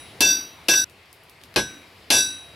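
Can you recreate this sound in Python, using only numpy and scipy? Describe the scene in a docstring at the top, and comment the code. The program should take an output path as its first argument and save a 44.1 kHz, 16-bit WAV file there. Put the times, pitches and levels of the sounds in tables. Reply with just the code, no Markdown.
"""Open-air forge, in stereo: hand hammer on hot steel, on a stake set in an anvil, over soft outdoor air.
It opens on the tail of an earlier blow; two blows follow, at 0.21 and 0.68 s, the second with a rebound.
A splice at 0.84 s cuts their ringing; faint noise ticks fill the pause while the piece is turned.
A duller blow falls at 1.56 s and a bright one at 2.10 s. Rings are decaying sines, the rest shaped noise:
clash, crack, knock and thud through the stump, late yard echo. The recorder's limiter holds all level."""
import sys
import numpy as np
from scipy import signal
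from scipy.fft import rfft, irfft
from scipy.io import wavfile
from scipy.ndimage import uniform_filter1d, minimum_filter1d

SR = 44100
rng = np.random.default_rng(int(sys.argv[2]) if len(sys.argv) > 2 else 0)


def unload_wav(signal):
    """Save mono or channel-first audio to the path in sys.argv[1] as 16-bit WAV at rate SR, clipped to [-1, 1]."""
    wavfile.write(
        sys.argv[1],
        SR,
        np.round(np.clip(np.atleast_2d(signal).T, -1, 1) * 32767).astype(np.int16),
    )


N = 112455
T = np.arange(N) / SR  # s
HZ = np.fft.rfftfreq(N, 1 / SR)

# Spectra below give relative shape only: noise() sets the whole to rms 1.
# Stereo likeness of the noise at the microphone: f/Hz, left-right likeness/0-1
STEREO_LIKENESS = [(100, 1), (350, .99), (700, 0.92), (1300, 0.67), (2500, 0.73), (5000, 0.71),
                   (12000, 0.99)]
# Stereo lean: f/Hz, left minus right level/dB
STEREO_LEAN = [(100, 0), (380, .5), (700, 2.5), (1300, 1), (2000, 1), (2650, 5), (3400, -.3), (3900, .2),
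               (4640, 2.2), (5320, 3), (5800, .4), (11000, 0)]
PHASE_RAD_PER_DB = 0.06  # each channel's ring phase lag per dB of its own lean

# Outdoor hiss and rumble: f/Hz, relative level/dB per Hz
AIR_SPECTRUM = [(15, -78), (25, -29), (80, 3.5), (166, -2.5), (206, -6), (476, -3), (607, -6), (659, -2.5),
                (714, -4.5), (1330, -8.5), (2280, -5), (5000, -13.5), (6210, -23), (11900, -23.5),
                (16000, -34)]
# Its course: t/s, rms level/dB
AIR_LEVEL = [(0, -45.5), (0.6, -48), (0.83, -48.5), (0.87, -52), (1.3, -52), (1.9, -49.5), (2.55, -48)]
AIR_PATCH_DB = 1.5  # rms depth of the drifting patches

# Small ticks in the pause: t/s, level/dB, tilt/dB per octave
TICK_EVENTS = [(0.8978, -40, -2.5), (1.058, -50, -6), (1.129, -37, 0), (1.236, -44.5, 3),
               (1.2968, -38.5, 0.5), (1.4143, -40.5, -10.5), (1.437, -34.5, -6), (1.5412, -35.5, -8)]
# Colour of a tick: f/Hz, relative level/dB per Hz
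TICK_SPECTRUM = [(500, -34), (2500, -7), (4500, 2.5), (7000, -3), (12000, 5), (16000, -5)]
TICK_T60_S, TICK_TAIL_DB, TICK_TAIL_T60_S = 0.004, -16.5, 0.17

# The yard answers late and low: f/Hz, relative level/dB per Hz
ECHO_SPECTRUM = [(60, -11), (160, -7), (300, 7), (450, -6.5), (900, -10.5), (3000, -12), (9000, -27.5)]
ECHO_DB, ECHO_DELAY_S, ECHO_RISE_S, ECHO_T60_S = -36.5, 0.064, 0.07, 0.63

# Stump and ground: f/Hz, relative level/dB per Hz
THUD_SPECTRUM = [(30, -40), (55, -5), (85, 4), (140, 2.5), (220, 5), (350, -4.5), (1000, -28), (4000, -76)]
THUD_DB, THUD_RISE_S, THUD_T60_S = -16, 0.023, 0.21
# Knock of the stump: f/Hz, relative level/dB per Hz
KNOCK_SPECTRUM = [(100, -26.5), (230, 0.5), (340, 3.5), (460, -1.5), (560, -0.5), (720, -2.5), (1000, -3.5),
                  (1400, -20.5), (4000, -48)]
KNOCK_DB, KNOCK_T60_S = -5.5, 0.17

# Dense short ringing of hammer, bar and anvil: f/Hz, relative level/dB per Hz
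CLASH_SPECTRUM = [(300, -13), (800, -16.5), (1250, -1), (1800, -2.5), (2600, 7.5), (3200, 3.5), (4300, 6.5),
                  (6000, -2.5), (7200, -6), (11000, -3), (13500, -12), (16000, -23)]
# Decay of the clash by band: f/Hz, t60/s
CLASH_T60 = [(300, 0.19), (1000, 0.15), (2200, 0.15), (4500, 0.16), (8000, 0.19), (15000, 0.067)]
CLASH_DB, CONTACT_RISE_S, CRACK_DB, CRACK_T60_S = -1, 0.00071, 3.5, 0.044

# Rough song of the loosely held bar: f/Hz, relative level/dB per Hz
BAR_SPECTRUM = [(1500, -70), (2500, -28), (2610, -10), (2640, 0), (2665, 0), (2695, -15), (2800, -30),
                (4500, -70)]
BAR_DB, BAR_T60_S = -35, 0.55

# Anvil mode pitches: f/Hz
ANVIL_HZ = [1534, 1647, 3445, 3843, 5323, 5863, 7022, 7180, 7942, 8549, 8742, 9360, 9540, 9994, 10533,
            11035, 11550, 12545, 15352]
# Anvil modes, same order: t60/s before the length factor, level/dB struck at spot 0, level/dB at spot 1
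ANVIL_MODES = [(.48, -9.5, -11.5), (0.25, -1.5, -4.5), (0.25, -14, -4), (0.73, -21, -10.5), (0.27, -7, -5),
               (.45, -3.5, -8), (0.24, -22, -38), (0.25, -62, -10), (0.45, -21, -12), (0.15, -33, -42),
               (0.34, -45, -8), (0.18, -19, -5), (.24, -29, -18), (0.64, -27, -19), (0.22, -32, 5),
               (0.32, -30, -22), (0.23, -17.5, -4), (0.38, -36.5, -19), (.5, -53, -24)]
# Stake mode pitches: f/Hz
STAKE_HZ = [2644, 2662, 3567, 4639, 4770, 5813, 6324, 7640, 12026, 13275]
# Stake modes, same order: t60/s before the length factor, level/dB struck at spot 0, level/dB at spot 1
STAKE_MODES = [(0.18, 1, -17), (0.19, 4.5, -10.5), (0.3, -6.5, -16), (0.44, -13.5, -21), (0.2, -14.5, -11),
               (0.44, -6.5, -13), (0.22, -11.5, -12), (.22, -17.5, -12.5), (0.56, -24.5, -52),
               (0.27, -20, -38)]
RING_RISE_S, STAKE_LENGTH = 0.013, 0.79  # the length factor multiplies each t60

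# Hammer blows, levels relative to each layer: t/s, strike spot/0-1, anvil ring/dB, stake and bar ring/dB,
# ring tilt/dB per octave, anvil length factor, clash and crack/dB, clash tilt/dB per octave,
# knock/dB, thud/dB, echo/dB
BLOWS = [(-0.27, 0.7, -3, -13, 9, 0.78, -2, 0, 0, -4, -4),
         (0.2058, 0.2, 1.5, 11, 1, 0.74, 4.5, 3.5, 1.5, 2, 6),
         (0.6842, 0.08, 4, 4, 2, 0.81, 0, 1.5, -2, -4, 3.5),
         (1.5602, 0.57, -15, -24, -2, 0.87, -12, -3, -9.5, -1.5, 2.5),
         (2.1026, 0.81, -1, 10.5, 1, 0.91, 3.5, 1, 2.5, 2, 2)]
# The hammer drops back on the work: t/s, level/dB
REBOUNDS = [(0.738, -10.5)]
SPLICE_S, SPLICE_FADE_S = 0.8435, 0.0014

# Recorder: threshold, share of the excess taken off, fall rate of the detected level, upper band edge
LIMIT_DB, LIMIT_SLOPE, RECOVER_DB_PER_S, EDGE_HZ = -14.5, 0.92, 254, 16200


def amp(db):
    """Decibels to gain."""
    return 10 ** (np.asarray(db) / 20)


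def unit(x):
    """Scales to rms 1."""
    return x / np.sqrt(np.mean(x ** 2) + 1e-20)


def read(points, hz):
    """Joins points by straight lines on a log-frequency axis."""
    f, value = np.transpose(points)
    return np.interp(np.log(hz + 1), np.log(f), value)


def octaves(hz):
    """Octaves from 4 kHz, the pivot of every tilt; constant below 500 Hz."""
    return np.log2(np.maximum(hz, 500) / 4000)


def add(mix, s, sound):
    """Mixes a sound in at time s; a negative time leaves only its later part."""
    at = round(s * SR)
    start = max(at, 0)
    sound = sound[:, max(-at, 0):N - start]
    mix[:, start:start + sound.shape[1]] += sound


def noise(spectrum, tilt_db=0):
    """Coloured stereo noise of rms 1, with the likeness and lean of the two channels."""
    a, b = rfft(rng.standard_normal((2, N)))
    same = np.clip(read(STEREO_LIKENESS, HZ), 0, 1)
    pair = np.array([a, same * a + np.sqrt(1 - same ** 2) * b])
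    pair = pair * amp(np.outer([0.5, -0.5], read(STEREO_LEAN, HZ)))
    colour = amp(read(spectrum, HZ) + tilt_db * octaves(HZ))
    return unit(irfft(pair * colour, N))


def fade(t60, t=T):
    """Exponential decay, 60 dB down after t60 seconds."""
    return np.exp(-np.log(1000) * t / t60)


def rise(seconds):
    """Smooth attack with this time constant."""
    return 1 - np.exp(-T / seconds)


def die_away(x, t60s):
    """Lets each band decay at its own speed, as damping varies with pitch."""
    hz, t, bands = signal.stft(x, SR, nperseg=256)
    bands = bands * fade(read(t60s, hz)[:, None], t)
    return signal.istft(bands, SR, nperseg=256)[1][:, :N]


def air():
    """Soft outdoor hiss and rumble, whose level drifts in patches of time and pitch."""
    bands = signal.stft(noise(AIR_SPECTRUM), SR, nperseg=1024)[2]
    patches = rng.standard_normal(bands.shape[1:])
    patches = uniform_filter1d(patches, size=12, axis=0)  # across pitch
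    patches = unit(uniform_filter1d(patches, size=8, axis=1))  # across time
    wash = signal.istft(bands * amp(AIR_PATCH_DB * patches), SR, nperseg=1024)[1][:, :N]
    return unit(wash) * amp(np.interp(T, *np.transpose(AIR_LEVEL)))


def ticks():
    """Tiny bright ticks with a short tail, as the bar is shifted on the stake."""
    out = np.zeros((2, N))
    decay = fade(TICK_T60_S) + amp(TICK_TAIL_DB) * fade(TICK_TAIL_T60_S)
    for s, db, tilt_db in TICK_EVENTS:
        add(out, s, amp(db) * noise(TICK_SPECTRUM, tilt_db) * decay)
    return out


def yard_echo(db):
    """Diffuse answer of the yard: low noise that swells late and dies slowly."""
    return amp(ECHO_DB + db) * noise(ECHO_SPECTRUM) * rise(ECHO_RISE_S) * fade(ECHO_T60_S)


def thud(db):
    """Low, slow-rising push of the blow through stump and ground."""
    return amp(THUD_DB + db) * noise(THUD_SPECTRUM) * rise(THUD_RISE_S) * fade(THUD_T60_S)


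def knock(db):
    """Woody knock of the stump, quick to rise with the contact."""
    return amp(KNOCK_DB + db) * noise(KNOCK_SPECTRUM) * rise(CONTACT_RISE_S) * fade(KNOCK_T60_S)


def contact(db, tilt_db):
    """Steel meets steel: a short crack over a clash of dense modes that decay by band."""
    clash = amp(CLASH_DB) * die_away(noise(CLASH_SPECTRUM, tilt_db), CLASH_T60)
    crack = amp(CRACK_DB) * noise(CLASH_SPECTRUM, tilt_db) * fade(CRACK_T60_S)
    return amp(db) * (clash + crack) * rise(CONTACT_RISE_S)


def bar(db):
    """The loosely held bar sings roughly: narrow noise whose tail flutters."""
    return amp(BAR_DB + db) * noise(BAR_SPECTRUM) * rise(RING_RISE_S) * fade(BAR_T60_S)


def ring(pitches, modes, spot, tilt_db, length):
    """Steel modes as decaying sines; the strike spot sets how strongly each one sounds."""
    out = np.zeros((2, N))
    t = T[:SR]  # one second holds the ring
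    for hz, (t60, first_db, second_db) in zip(pitches, modes):
        lean_db = read(STEREO_LEAN, hz) * np.array([[0.5], [-0.5]])
        phase = 2 * np.pi * rng.random() - PHASE_RAD_PER_DB * lean_db
        spot_db = first_db + spot * (second_db - first_db)
        level = amp(spot_db + tilt_db * octaves(hz) + lean_db)
        out[:, :SR] += level * fade(t60 * length, t) * np.sin(2 * np.pi * hz * t + phase)
    return out * rise(RING_RISE_S)


def blow(spot, anvil_db, stake_db, ring_tilt_db, length, clash_db, clash_tilt_db, knock_db, thud_db, echo_db):
    """One blow sets anvil, stake, bar and stump sounding together; the yard answers after a delay."""
    out = amp(stake_db) * ring(STAKE_HZ, STAKE_MODES, spot, ring_tilt_db, STAKE_LENGTH)
    out += amp(anvil_db) * ring(ANVIL_HZ, ANVIL_MODES, spot, ring_tilt_db, length)
    out += bar(stake_db)
    out += contact(clash_db, clash_tilt_db)
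    out += knock(knock_db) + thud(thud_db)
    add(out, ECHO_DELAY_S, yard_echo(echo_db))
    return out


def hammer():
    """All blows and the rebound; whatever rings at the splice stops there."""
    before, after = np.zeros((2, 2, N))
    for s, *row in BLOWS:
        add(before if s < SPLICE_S else after, s, blow(*row))
    for s, db in REBOUNDS:
        add(before, s, amp(db) * noise(CLASH_SPECTRUM, tilt_db=-5) * fade(CRACK_T60_S))
    splice_gain = np.clip((SPLICE_S - T) / SPLICE_FADE_S + 0.5, 0, 1)
    return before * splice_gain + after


def scene():
    """Open air, ticks and hammer."""
    return air() + ticks() + hammer()


def record(dry):
    """A fast limiter flattens each blow, so the ring swells as the clash dies; then the band limit."""
    power = uniform_filter1d((dry ** 2).mean(0), size=130)
    power_db = 10 * np.log10(abs(power) + 1e-12)
    # the detected level jumps up at once and falls at a steady rate
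    recovery = RECOVER_DB_PER_S * T
    detected_db = np.maximum.accumulate(power_db + recovery) - recovery
    over_db = np.maximum(detected_db - LIMIT_DB, 0)
    # gain dips are widened, then smoothed
    gain_db = LIMIT_SLOPE * uniform_filter1d(minimum_filter1d(-over_db, size=60), size=40)
    low_pass = signal.firwin(401, EDGE_HZ, window=("kaiser", 9), fs=SR)
    return signal.oaconvolve(dry * amp(gain_db), low_pass[None], "same")


dry = scene()
out = record(dry)
unload_wav(out)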